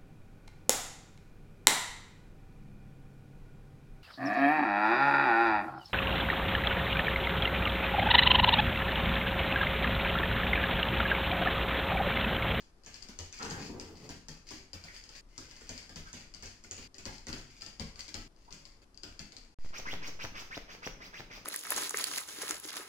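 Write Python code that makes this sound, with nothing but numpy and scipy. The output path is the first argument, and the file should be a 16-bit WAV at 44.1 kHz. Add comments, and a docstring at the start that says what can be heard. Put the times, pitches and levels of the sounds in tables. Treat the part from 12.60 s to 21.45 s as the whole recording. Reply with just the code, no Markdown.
"""Living room, wooden floor: a small dog spins and dashes in short bouts, the room ring cut between them.
Footfalls: claw ticks, pad scuffs, board thumps and short slips, from damped pulses, grains and modes.
Some paws scratch or squeak (stick-slip); in one turn they skid over a soft mat (rustling noise, knocks).
After a brief silence and low pops the dog digs close by at a fabric-covered mat: each stroke rasps,
zips across the weave and ends in a thud and a snap. Behind: room air and a low floor rumble."""
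import sys
import numpy as np
from scipy import signal
from scipy.fft import rfft, irfft
from scipy.io import wavfile
from scipy.ndimage import uniform_filter1d

SR = 44100
rng = np.random.default_rng(int(sys.argv[2]) if len(sys.argv) > 2 else 0)


def generate_wav(sig):
    """Save sig (samples, or channels by samples) to the path in sys.argv[1] as 16-bit PCM at SR."""
    pcm = np.round(np.clip(np.atleast_2d(sig).T, -1, 1) * 32767).astype(np.int16)
    wavfile.write(sys.argv[1], SR, pcm)


N = 390285
TIME = np.arange(N) / SR

# Source levels in dB are taken before the direct and room gains given to place().
# footfalls: start_s, tick_db, tick_hz, weight_db, board_spot_hz
FOOTFALLS = [(0.236, -63, 5260, -75, 85), (0.248, -61, 5200, -85, 85), (0.2623, -47, 5750, -58, 85),
             (0.3428, -48, 5130, -65, 100), (0.4237, -51, 5000, -63, 185), (0.4264, -49, 5100, -74, 185),
             (0.4866, -51, 5250, -56, 214), (0.5892, -39, 5630, -48, 97), (0.727, -44.5, 5700, -61.5, 260),
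             (0.789, -48, 5600, -70, 260), (0.824, -47, 5000, -49, 260), (0.8297, -42, 5060, -60, 260),
             (0.8502, -43, 5800, -52, 412), (0.901, -41, 6360, -62, 430), (0.909, -43.5, 5000, -45.5, 153),
             (1.1982, -42.5, 5400, -54, 430), (1.4915, -45, 5600, -46.5, 276),
             (1.6845, -45, 5570, -50, 151), (1.7179, -57, 5300, -70, 450), (1.89, -51, 5000, -90, 375),
             (1.907, -46, 5370, -49.5, 365), (2.1322, -45, 4840, -52.5, 90), (2.139, -55, 5200, -60, 284),
             (2.239, -51, 4740, -58.5, 162), (2.245, -57, 4970, -64, 155), (2.263, -60, 5460, -65, 155),
             (2.439, -51.5, 5130, -69, 110), (2.4915, -51.5, 5160, -66, 135),
             (2.7793, -41, 5700, -52.5, 318), (2.912, -54, 5130, -64, 126), (2.965, -53, 5470, -75, 430),
             (3.01, -56, 6620, -59.5, 413), (3.0926, -39.5, 5670, -48.5, 258), (3.1783, -47, 4900, -67, 85),
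             (3.229, -55, 5140, -75, 90), (3.294, -52, 5360, -57.5, 97), (3.359, -46.5, 5270, -48, 154),
             (3.3685, -56, 5300, -57.5, 154), (3.53, -43.5, 6230, -51.5, 171),
             (3.6088, -55, 5000, -65, 150), (3.7395, -49.5, 5100, -61.5, 182),
             (3.747, -48.5, 5040, -93, 197), (3.8246, -47, 5860, -50.5, 99), (3.8327, -52, 5450, -65, 200),
             (3.858, -46, 5700, -87, 90), (4.039, -51, 5800, -59, 205), (4.1114, -36.5, 6200, -53, 98),
             (4.178, -59, 5900, -52, 260), (4.344, -52.5, 5050, -66, 338), (4.383, -46.5, 5900, -57, 185),
             (4.4545, -42, 5140, -45.5, 184), (4.4622, -52, 4900, -51, 850), (4.582, -53, 4900, -85, 85),
             (4.669, -43.5, 5800, -49, 269), (4.684, -47, 5200, -45, 280), (4.7288, -41, 4300, -47.5, 383),
             (4.782, -51, 6000, -61, 250), (5.02, -44.5, 5150, -60, 306), (5.0634, -46, 5030, -59, 135),
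             (5.1972, -41, 4400, -42.5, 183), (5.358, -53, 4300, -66, 430), (5.407, -44, 4730, -89, 430),
             (5.481, -49.5, 4670, -58.5, 300), (5.491, -49, 4760, -84, 270),
             (5.543, -39.5, 4630, -46.5, 257), (5.763, -68, 5000, -94, 195), (5.9072, -56, 4270, -63, 175),
             (5.926, -46.5, 5100, -59, 178), (6.0534, -51, 4560, -70, 100), (6.2183, -68, 4700, -73.5, 430),
             (6.345, -62, 4700, -91, 215), (6.3749, -50.5, 4900, -87, 325),
             (6.434, -43.5, 4700, -51.5, 305), (6.593, -43.5, 4920, -51, 213),
             (6.7214, -54, 4230, -68, 270), (6.7666, -48, 4540, -66.5, 227)]
# short scratchy slides and faint rustles, and at the very start a brief scratchy burst: start_s, length_s,
# level_db
SCRATCHES = [(.002, 0.0058, -56), (0.274, 0.11, -61.5), (0.724, 0.073, -55.5), (.962, 0.13, -53),
             (1.333, 0.15, -62), (1.85, 0.15, -57), (2.259, 0.13, -61.5), (2.333, 0.047, -54),
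             (2.501, 0.094, -56.5), (2.66, 0.39, -65.5), (3.007, 0.19, -64.5), (3.147, 0.048, -54),
             (3.448, 0.047, -60), (3.556, 0.032, -56.5), (3.849, 0.059, -57.5), (4.206, 0.052, -57),
             (4.517, 0.044, -57), (4.863, 0.16, -65), (5.007, 0.024, -51.5), (5.377, 0.031, -49),
             (5.762, 0.13, -73.5), (6.98, 0.13, -64.5)]
# skids over the mat: start_s, length_s, initial_rustle_db, initial_upper_edge_hz
MAT_SKIDS = [(0.791, 0.36, -44, 1950), (1.129, 0.19, -50.5, 1020), (1.271, 0.21, -53, 700),
             (1.41, 0.11, -51.5, 700)]
# paw knocks on the mat: start_s, level_db, spot_hz
MAT_KNOCKS = [(0.888, -50, 380), (.94, -47, 260), (1.003, -45.5, 304), (1.095, -40.5, 188),
              (1.145, -42, 460), (1.175, -48, 404), (1.253, -63, 280)]
# pad squeaks: start_s, length_s, level_db, from_hz, to_hz
PAD_SQUEAKS = [(0.786, 0.062, -50.5, 1186, 1533), (0.803, 0.058, -51.5, 1055, 895),
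               (0.878, 0.13, -54, 1488, 1784), (2.275, 0.054, -57, 2094, 1676),
               (3.455, 0.029, -56.5, 1487, 1433), (4.465, 0.048, -56, 955, 820),
               (4.72, 0.021, -53, 1544, 1620), (5.874, 0.03, -60.5, 776, 1170)]
# digging strokes: start_s, length_s, rasp_db, drag_hz, drag_db, flick_hz, flick_db,
# drag_jitter (rms share of pitch), thud_db
DIG_STROKES = [(7.127, 0.065, -49, 2367, -50, 6840, -51, 0.15, -57),
               (7.249, 0.083, -50, 2207, -43.5, 3815, -54, 0.05, -49.5),
               (7.414, 0.072, -49, 2640, -50.5, 6600, -53.5, 0.14, -57),
               (7.588, 0.055, -48.5, 2866, -47, 5960, -52.5, 0.12, -48.5),
               (7.74, 0.075, -49, 2345, -50, 6500, -59.5, 0.26, -62.5),
               (7.903, 0.067, -53, 2560, -47, 6100, -60.5, 0.02, -50.5),
               (8.081, 0.062, -54, 2480, -55, 5920, -65, 0.26, -63),
               (8.221, .046, -49, 2885, -50, 6800, -51, 0.09, -47),
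               (8.4, 0.069, -54, 2566, -55, 5300, -63, 0.02, -68),
               (8.527, 0.071, -53, 2566, -51.5, 4240, -62, 0.08, -54.5),
               (8.696, 0.079, -52.5, 2495, -55, 6240, -63, 0.19, -63.5)]
# claws of one paw sliding at unlike speeds: rate (ratio to leading claw), level_db
CLAW_RATES = [(1, 0.5), (.86, -10.5), (1.12, -11)]
# padding rumble under the digging: time_s, level_db
KNEAD_LEVELS = [(7.12, -75), (7.25, -53), (7.37, -50), (7.55, -55.5), (7.75, -55.5), (7.9, -60), (8.2, -59),
                (8.35, -57), (8.4, -48.5), (8.45, -57.5), (8.85, -56.5)]
# soft low pops: start_s, level_db
LOW_POPS = [(6.988, -42.5), (7.048, -38), (7.062, -40.5), (7.107, -44.5)]
# floorboard modes: lowest_hz (each blow up to 4 % higher), relative_db, t60_s
BOARD_MODES = [(58, -9.5, 0.36), (87, 1.5, 0.2), (130.2, -14, 0.49), (156.7, 0, 0.14), (199.4, -1.5, 0.12),
               (228, -1, 0.13), (258, 5.5, 0.066), (296, 0, 0.089), (321.3, -2, 0.1), (373.5, 3.5, 0.072),
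               (445.5, 3, 0.045), (536, -1.5, 0.063), (679, -7.5, 0.08), (806, -13.5, 0.17),
               (946, 2.5, 0.037), (1167, -15, 0.039), (1320, -45, 0.054)]
# spectra of pad scuff, scratchy slide, claw tick: hz, density_db
SCUFF_SPECTRUM = [(200, -5.5), (500, 1.5), (1000, -4), (1600, 2.5), (2300, 1.5), (3100, 1.5), (3900, -4),
                  (4700, 5.5), (5500, -1.5), (6600, -1), (8000, -9.5), (10000, -17), (15500, -20.5)]
SLIDE_SPECTRUM = [(200, -14), (600, -10), (1300, -10.5), (2300, 1), (3100, -3), (3900, -7.5), (4750, 8),
                  (5500, -4), (6600, -0.5), (8000, -11), (10000, -21.5), (15500, -23)]
CLAW_SPECTRUM = [(500, -25), (2500, 0), (3800, -4), (4700, 4.5), (5500, 0), (7000, 7.5), (8300, 4.5),
                 (10000, -11), (15500, -47)]
# spectra of mat rustle and one skid jolt: hz, density_db
RUSTLE_SPECTRUM = [(40, -15), (110, 0), (250, 3), (470, -3), (620, -9), (820, 1.5), (1000, -1),
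                   (1300, -0.5), (1600, 2), (4000, 3)]
JUDDER_SPECTRUM = [(40, -21), (120, -2), (200, 2), (290, 4), (380, -4), (470, 5), (600, -15), (850, -16),
                   (1300, -24), (4000, -29.5)]
# spectra of cloth rasp, cloth snap, paw thud, padding: hz, density_db
FABRIC_SPECTRUM = [(80, -8.5), (300, -4.5), (700, -2.5), (1300, 1.5), (1800, -1), (2350, 4), (3200, -2.5),
                   (4000, -4.5), (4900, 2), (6300, -1), (7500, -16.5), (9500, -23), (15500, -11)]
SNAP_SPECTRUM = [(100, -47), (500, 5), (1000, -0.5), (1700, 6.5), (2500, 3.5), (4000, 1), (6300, -3),
                 (9000, -47), (15500, -66)]
THUD_SPECTRUM = [(40, -5), (100, 6.5), (200, -1.5), (330, 1.5), (560, -0.5), (900, -2), (2000, -22),
                 (6000, -30)]
PADDING_SPECTRUM = [(30, -9), (70, -3), (140, -2.5), (280, -2.5), (450, -5), (900, -18), (3000, -48)]
# spectra of floor rumble and room air: hz, density_db
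RUMBLE_SPECTRUM = [(5, 0), (15, 4), (28, 15), (45, 4.5), (90, -17.5), (150, -40), (600, -81)]
AIR_SPECTRUM = [(20, 8), (65, -1.5), (160, -8), (300, -6.5), (600, -15), (1100, -16), (2200, -24.5),
                (3800, -28), (4800, -24), (7000, -30.5), (11000, -35), (16000, -53)]
# room ring: hz, t60_s
RING_T60 = [(100, 0.53), (400, 0.44), (1200, 0.49), (2500, 0.48), (5000, 0.44), (8000, 0.45), (15000, 0.34)]
# likeness of the two channels: hz, likeness (0-1)
CHANNEL_LIKENESS = [(100, 0.98), (300, 0.87), (600, 0.51), (1200, 0.054), (16000, 0)]
# bout boundaries: time_s
BOUT_EDGES_S = [0, 0.109, 2.611, 4.277, 5.679, 6.245, 6.944, 8.85]
# silence before the last bout: from_s, to_s
SILENCE_S = (6.944, 6.987)
# drag and flick level curves: centre, width (shares of the stroke)
DRAG_CURVE = (0.39, 0.46)
FLICK_CURVE = (0.91, 0.13)

# footfalls: reference weight and tick, then scuff and knock levels there and growth in dB per dB
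FIRM_DB, SHARP_DB = -50, -44
SCUFF_DB, SCUFF_GROWTH, SCUFF_WITH_TICK = -54, 0.48, 0.17
KNOCK_DB, KNOCK_GROWTH = -59.5, 1
SPOT_DB, SPOT_OCTAVES = 8, 0.3  # boost of modes near a spot's pitch
SKIP_DB_PER_S = -2200
SLIP_AFTER_S, SLIP_S, SLIP_DB = .025, 0.082, -21.5  # level against the claw tick
# left lean of ticks up to LEAN_HZ; higher ones sit nearer the middle
LEAN_HZ, LEAN_DB, LEAN_DB_PER_OCTAVE = 5070, 14, -58
# skids fade and darken as the paw slows
SKID_RAMP_S, SKID_DB_PER_S, SKID_OCTAVES_PER_S = 0.02, -19, -5.5
MAT_DAMP_S = 0.033
# zip pitch: catch, settle into the drag, flick free (shares of the stroke)
CATCH_HZ, CATCH_S = 400, .016
FLICK_FROM, FLICK_SPREAD = .77, .075
RASP_OVERRUN_S = 0.013
# cloth snap and paw rebound; levels against the first thud
SNAP_AFTER_S, SNAP_DB, REBOUND_DB, REBOUND_JITTER_S = .0068, 7.5, -2.5, 0.00199
SWING_SCALE_DB, SWING_S, SWING_FADE_S = -15, 0.21, 0.12
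# rumble at rest, and its swell against a landing's weight before the envelope
REST_DB, SWAY_DB, SWAY_RISE_S, SWAY_FADE_S = -63.5, -3, 0.016, 0.098
DIG_SWAY_DB = 2  # added to the thud level for the swell under the digging
AIR_DB, EDGE_HZ = -62, 15900


def amp(db):
    """Decibels to gain."""
    return 10 ** (np.asarray(db) / 20)


def read(points, hz):
    """A table's value at hz, on a log axis."""
    f, value = np.transpose(points)
    return np.interp(np.log(hz + 1), np.log(f + 1), value)


def evened(x):
    """Scales to rms 1."""
    return x / np.sqrt(np.mean(x ** 2) + 1e-20)


def sized(x, db, seconds):
    """Gives a short sound the energy of level db held for so many seconds."""
    return x * amp(db) * np.sqrt(seconds * SR / (np.sum(x ** 2) + 1e-20))


def bump(x, centre, width):
    """A bell curve of height 1."""
    return np.exp(-((x - centre) / width) ** 2)


def add(mix, s, sound):
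    """Mixes a sound in at time s."""
    part = mix[..., max(round(s * SR), 0):][..., :sound.shape[-1]]
    part += sound[..., :part.shape[-1]]


def colour(x, spectrum, size=2048):
    """Causal minimum-phase filter with the given spectrum."""
    log_gain = np.log(amp(read(spectrum, abs(np.fft.fftfreq(size, 1 / SR)))))
    taps = np.fft.ifft(np.exp(np.conj(signal.hilbert(log_gain)))).real
    return signal.fftconvolve(x, taps[:size // 2])


def muffled(x, times_s, edge_hz):
    """Low-pass whose edge moves over time; result at rms 1."""
    hz, frames_s, z = signal.stft(x, SR, nperseg=256)
    edge = np.interp(frames_s, times_s, edge_hz)
    z = z / np.sqrt(1 + (hz[:, None] / edge) ** 5)
    return evened(signal.istft(z, SR, nperseg=256)[1][:len(x)])


def grains(n, per_s, spread_db, smooth):
    """Stick-slip: sparse catches of uneven size over a smooth hiss."""
    sizes = amp(spread_db * np.minimum(rng.exponential(1, n), 3.5))
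    catches = (rng.random(n) < per_s / SR) * sizes
    return evened(catches * rng.choice([-1, 1], n)) + smooth * rng.standard_normal(n)


def jolts(n, median_per_s, uneven, spread_db):
    """A run of stick-slip jolts, unevenly spaced and of unequal size."""
    at = np.cumsum(np.exp(uneven * rng.standard_normal(size=200))) * SR / median_per_s
    at, out = at[at < n].astype(int), np.zeros(n)
    out[at] = amp(spread_db * rng.standard_normal(size=200))[:len(at)]
    return out


def spot(spectrum):
    """Each spot of the floor has its own peaks and dips, weaker in the treble."""
    hz = np.geomspace(150, 16000, 44)
    ripple_db = read([(2500, 2.905), (4500, 0.7)], hz)
    return np.column_stack([hz, read(spectrum, hz) + ripple_db * rng.standard_normal(len(hz))])


def paired(z, hz):
    """Makes two unrelated spectra alike in the bass."""
    alike = np.clip(read(CHANNEL_LIKENESS, hz), 0, 1)
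    return np.array([z[0], alike * z[0] + np.sqrt(1 - alike ** 2) * z[1]])


def sides(left_db):
    """Gains of two channels that differ by left_db."""
    return amp(np.array([[left_db / 2], [-left_db / 2]]))


def room(x, early_db, early_s):
    """Dense reflections, strongest at first, each band dying at its own speed."""
    taps = rng.standard_normal((2, SR // 2)) * (rng.random((2, SR // 2)) < .15)
    hz, t, z = signal.stft(taps, SR, nperseg=256)
    z = paired(z, hz[:, None]) * amp(-60 * t / read(RING_T60, hz)[:, None])
    tail = signal.istft(z, SR, nperseg=256)[1]
    t = TIME[:tail.shape[1]]
    onset = np.clip((t - .002) / 0.00045, 0, 1)
    tail = tail * onset * (1 + amp(early_db) * np.exp(-t / early_s))
    return signal.fftconvolve(x[None], tail / np.linalg.norm(tail[0]), axes=1)


def place(mix, s, x, direct_db, wet_db, left_db=0, early_db=-4, lag_s=.00005):
    """Adds a sound, its left channel slightly late, and its room ring; all stops at the next bout edge."""
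    sound = amp(wet_db) * room(x, early_db, early_s=0.0048) * sides(left_db / 2)
    left, right = amp(direct_db) * x * sides(left_db)
    add(sound[0], lag_s, left)
    add(sound[1], 0, right)
    end_s = BOUT_EDGES_S[np.searchsorted(BOUT_EDGES_S, s, "right")]
    add(mix, s, sound[:, :round((end_s - s) * SR)])


def steps(scuff_s=0.0082):
    """Claws tick and slip on; the heavier the landing, the more the pad scuffs and the boards thump."""
    out, t = np.zeros((2, N)), TIME[:SR // 10]
    for s, tick_db, hz, weight_db, spot_hz in FOOTFALLS:
        lean_db = np.clip(LEAN_DB + LEAN_DB_PER_OCTAVE * np.log2(hz / LEAN_HZ), 0, LEAN_DB)
        claw = sized(tick(hz), tick_db, 0.0045)
        place(out, s, claw, direct_db=0.0, wet_db=-1.0, left_db=lean_db)

        force_db = weight_db - FIRM_DB
        rub = grains(len(t), per_s=600, spread_db=5.0, smooth=0.61) * np.exp(-t / scuff_s)
        scuff_db = SCUFF_DB + SCUFF_GROWTH * force_db + SCUFF_WITH_TICK * (tick_db - SHARP_DB)
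        scuff = sized(colour(rub, spot(SCUFF_SPECTRUM)), scuff_db, 0.037)
        place(out, s, scuff, direct_db=-6.0, wet_db=4.5, left_db=2.5, lag_s=.00012)

        knock = thump(spot_hz, push_s=0.00043, tilt_db=5.5)
        knock = sized(knock, KNOCK_DB + KNOCK_GROWTH * force_db, 0.043)
        boards = sized(thump(spot_hz), weight_db, 0.074) + knock
        place(out, s, boards, direct_db=-6.5, wet_db=-5.0, left_db=3.0)

        slip = chatter(SLIP_S, tick_db + SLIP_DB)
        place(out, s + SLIP_AFTER_S, slip, direct_db=-5.0, wet_db=-1.0, left_db=11.5)
    return out


def tick(hz, click_s=0.00024, ring_min_hz=4720, ring_s=0.0017, ring_db=-23.02, next_max_db=-9):
    """A claw strikes, skips and rings briefly; the paw's other claws follow within milliseconds."""
    t = TIME[:SR // 40]
    strike = (1 - np.exp(-t / 0.00007)) * np.exp(-t / click_s) * np.sin(2 * np.pi * hz * t)
    ring = np.sin(2 * np.pi * ring_min_hz * rng.uniform(1.0, 1.05) * t)
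    strike += amp(ring_db) * np.exp(-t / ring_s) * ring
    paw = np.zeros(SR // 20)
    add(paw, 0, strike)
    for late_s in rng.uniform([.0003, .0008, .0014], [.0008, .0014, .003]):
        add(paw, late_s, amp(SKIP_DB_PER_S * late_s) * rng.uniform(0.53, 1.0) * strike)
    for late_s in rng.uniform([.003, .006, .007, .012], [.006, .008, .011, .025]):
        add(paw, late_s, amp(next_max_db) * rng.uniform(0.19, 1.0) * strike)
    return colour(paw, CLAW_SPECTRUM)


def thump(spot_hz, push_s=0.013, tilt_db=0):
    """A paw pushes the boards; modes near the spot's pitch gain, tilt_db per octave lifts the high ones."""
    t = TIME[:SR // 4]
    modes = np.zeros(len(t))
    for hz, db, t60_s in BOARD_MODES:
        near_db = SPOT_DB * bump(np.log2(hz / spot_hz), 0, SPOT_OCTAVES)
        level_db = db + near_db + tilt_db * np.log2(hz / 250)
        gain = amp(level_db - 60 * t / t60_s) * rng.uniform(0.67, 1.4)
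        modes += gain * np.sin(2 * np.pi * (hz * rng.uniform(1.0, 1.04) * t + rng.random()))
    return modes * (1 - np.exp(-t / push_s))


def chatter(length_s, db):
    """Scratchy chatter: stick-slip grains through a spectrum that varies from spot to spot."""
    n = int(length_s * SR)
    catches = grains(n, per_s=330, spread_db=5.0, smooth=0.25) * signal.windows.tukey(n, .5)
    return sized(colour(catches, spot(SLIDE_SPECTRUM)), db, length_s)


def scratches():
    """Short scratchy slides and faint rustles of the paws, and a brief scratchy burst as the scene opens."""
    out = np.zeros((2, N))
    for s, length_s, db in SCRATCHES:
        place(out, s, chatter(length_s, db), direct_db=-3.5, wet_db=2.5, left_db=6.0)
    return out


def digging(snap_s=0.00022):
    """A stroke rasps the weave while claws pluck threads ever faster; the paw thuds, the cloth snaps back."""
    out = np.zeros((2, N))
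    for s, length_s, rasp_db, drag_hz, drag_db, flick_hz, flick_db, jitter, thud_db in DIG_STROKES:
        rasp_s = length_s + RASP_OVERRUN_S
        t = TIME[:int(rasp_s * SR)]
        rasp = grains(len(t), per_s=1200, spread_db=2.5, smooth=0.7)
        rasp = colour(rasp, FABRIC_SPECTRUM)[:len(t)]
        rasp = muffled(rasp, [0, 0.16 * rasp_s, .5 * rasp_s], [1200, 4000, 18000])
        rasp = rasp * np.interp(t / rasp_s, [0, .3, .8, 1], [0.69, 0.4, 0.41, 0.28])
        rasp = sized(rasp, rasp_db, rasp_s)
        place(out, s, rasp, direct_db=-2.5, wet_db=-0.5, left_db=-1.5, lag_s=.00033)

        t = TIME[:int(length_s * SR)]
        share = t / length_s
        flick = 1 / (1 + np.exp((FLICK_FROM - share) / FLICK_SPREAD))
        hz = drag_hz + (CATCH_HZ - drag_hz) * np.exp(-t / CATCH_S) + (flick_hz - drag_hz) * flick
        claw = sized(zipping(hz, jitter) * bump(share, *DRAG_CURVE), drag_db, length_s)
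        claw += sized(zipping(hz, jitter / 2) * bump(share, *FLICK_CURVE), flick_db, length_s)
        place(out, s, claw, direct_db=-0.5, wet_db=-2.5, lag_s=0.00039)

        landing = thud(thud_db)
        snap = colour(rng.standard_normal(len(t)) * np.exp(-t / snap_s), SNAP_SPECTRUM)
        add(landing, SNAP_AFTER_S, sized(snap, thud_db + SNAP_DB, 0.0046))
        place(out, s + length_s, landing, direct_db=2.5, wet_db=-4.5, left_db=2.5, lag_s=0.00013)
    return out


def zipping(hz, jitter, octave_db=-22, tug_s=0.0035, hold=0.64):
    """Claws catch and slip at rates tied to hz, their grip coming in uneven tugs."""
    n = len(hz)
    out = np.zeros(n)
    for rate, db in CLAW_RATES:
        wobble = evened(uniform_filter1d(rng.standard_normal(n), size=40))
        tugs = jolts(n, median_per_s=190, uneven=.5, spread_db=5.5)
        grip = hold + signal.lfilter([1], [1, -np.exp(-1 / (tug_s * SR))], tugs)
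        turns = np.cumsum(rate * hz * (1 + jitter * wobble)) / SR
        tone = np.sin(2 * np.pi * turns) + amp(octave_db) * np.sin(4 * np.pi * turns)
        out += amp(db) * evened(grip) * tone
    return out * signal.windows.tukey(n, .12)


def thud(db, thud_s=0.0069, push_s=0.00046, crumple=0.64):
    """A paw hits the padding with a dead push and a short crumple, and settles with a second one."""
    t, out = TIME[:SR // 20], np.zeros(SR // 10)
    rebound_s = SNAP_AFTER_S + REBOUND_JITTER_S * rng.random()
    for s, level_db in (0, db), (rebound_s, db + REBOUND_DB):
        push = (1 - t / push_s) * np.exp(-t / push_s)
        blow = crumple * rng.standard_normal(len(t)) * np.exp(-t / thud_s) - push
        add(out, s, sized(colour(blow, THUD_SPECTRUM), level_db, 0.03))
    return out


def skid(judder_db=-4):
    """The mat rumples under a juddering paw, fading and darkening as it slows; damped boards knock."""
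    out = np.zeros((2, N))
    for s, length_s, db, edge_hz in MAT_SKIDS:
        t = TIME[:int(length_s * SR)]
        rustle = grains(len(t), per_s=450, spread_db=2.5, smooth=0.7)
        rustle = colour(rustle, RUSTLE_SPECTRUM)[:len(t)]
        rustle = muffled(rustle, t, edge_hz * 2 ** (SKID_OCTAVES_PER_S * t))
        judder = jolts(len(t), median_per_s=110, uneven=0.49, spread_db=2)
        judder = colour(judder, JUDDER_SPECTRUM)[:len(t)]
        rustle = rustle + amp(judder_db) * evened(judder)
        ramps = np.minimum(np.minimum(t, length_s - t) / SKID_RAMP_S, 1)
        level = ramps * amp(db + SKID_DB_PER_S * t)
        place(out, s, rustle * level, direct_db=-6.5, wet_db=-4.0, left_db=2.0)
    for s, db, hz in MAT_KNOCKS:
        knock = thump(hz, push_s=0.0034) * np.exp(-TIME[:SR // 4] / MAT_DAMP_S)
        place(out, s, sized(knock, db, 0.025), direct_db=-5.0, wet_db=-3.5, left_db=2.5)
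    return out


def squeaks():
    """A pad catches and slips, its pitch gliding with its speed."""
    out = np.zeros((2, N))
    for s, length_s, db, from_hz, to_hz in PAD_SQUEAKS:
        n = int(length_s * SR)
        squeak = zipping(np.linspace(from_hz, to_hz, n), jitter=0.08) * signal.windows.tukey(n, .6)
        place(out, s, sized(squeak, db, length_s), direct_db=1.5, wet_db=-1.5, lag_s=0.00033)
    return out


def kneading():
    """The mat's padding rumbles softly all through the digging."""
    out, start_s = np.zeros((2, N)), KNEAD_LEVELS[0][0]
    t = TIME[int(start_s * SR):]
    rumble = grains(len(t), per_s=150, spread_db=5.0, smooth=0.82)
    rumble = evened(colour(rumble, PADDING_SPECTRUM)[:len(t)])
    level = amp(np.interp(t, *np.transpose(KNEAD_LEVELS)))
    place(out, start_s, rumble * level, direct_db=-6.5, wet_db=-11, left_db=4.5)
    return out


def pops(fade_s=0.44, rise_s=0.000049):
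    """Soft low pops: the level steps up and down by turns, ebbing over a slow swing."""
    out, t = np.zeros(N), TIME[:2 * SR]
    for k, (s, db) in enumerate(LOW_POPS):
        add(out, s, (-1) ** k * amp(db) * (np.exp(-t / fade_s) - np.exp(-t / rise_s)))
    swing = t / SWING_S * (1 - t / SWING_S) * np.exp(-t / SWING_FADE_S)
    add(out, LOW_POPS[0][0], amp(SWING_SCALE_DB) * swing)
    return out


def coloured_noise(spectrum):
    """Steady two-channel noise at rms 1, alike in the bass."""
    hz = np.fft.rfftfreq(N, 1 / SR)
    z = paired(rfft(rng.standard_normal((2, N))), hz)
    return evened(irfft(z * amp(read(spectrum, hz)), N))


def background():
    """Still room air, and a low floor rumble that swells after each footfall and digging thud."""
    air, low = coloured_noise(AIR_SPECTRUM), coloured_noise(RUMBLE_SPECTRUM)
    t, power = TIME[:SR], np.full(N, amp(REST_DB) ** 2)
    sway = (1 - np.exp(-t / SWAY_RISE_S)) * np.exp(-t / SWAY_FADE_S)
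    landings = [(s, db) for s, _, _, db, _ in FOOTFALLS]
    landings += [(s + length_s, db + DIG_SWAY_DB) for s, length_s, *_, db in DIG_STROKES]
    for s, weight_db in landings:
        add(power, s, (amp(weight_db + SWAY_DB) * sway) ** 2)
    return (amp(AIR_DB) * air + np.sqrt(power) * low) * sides(2.6)


def scene():
    """The dog's sounds and the low pops over the room's background."""
    dog = steps() + scratches() + digging() + skid() + squeaks() + kneading()
    return dog + pops() + background()


def record(dry):
    """Silences the gap before the last bout, then limits the band."""
    running = uniform_filter1d(1. * ((TIME < SILENCE_S[0]) | (TIME > SILENCE_S[1])), size=100)
    low_pass = signal.firwin(511, EDGE_HZ, window=("kaiser", 9), fs=SR)
    return signal.oaconvolve(dry * running, low_pass[None], "same")


dry = scene()
out = record(dry)
generate_wav(out)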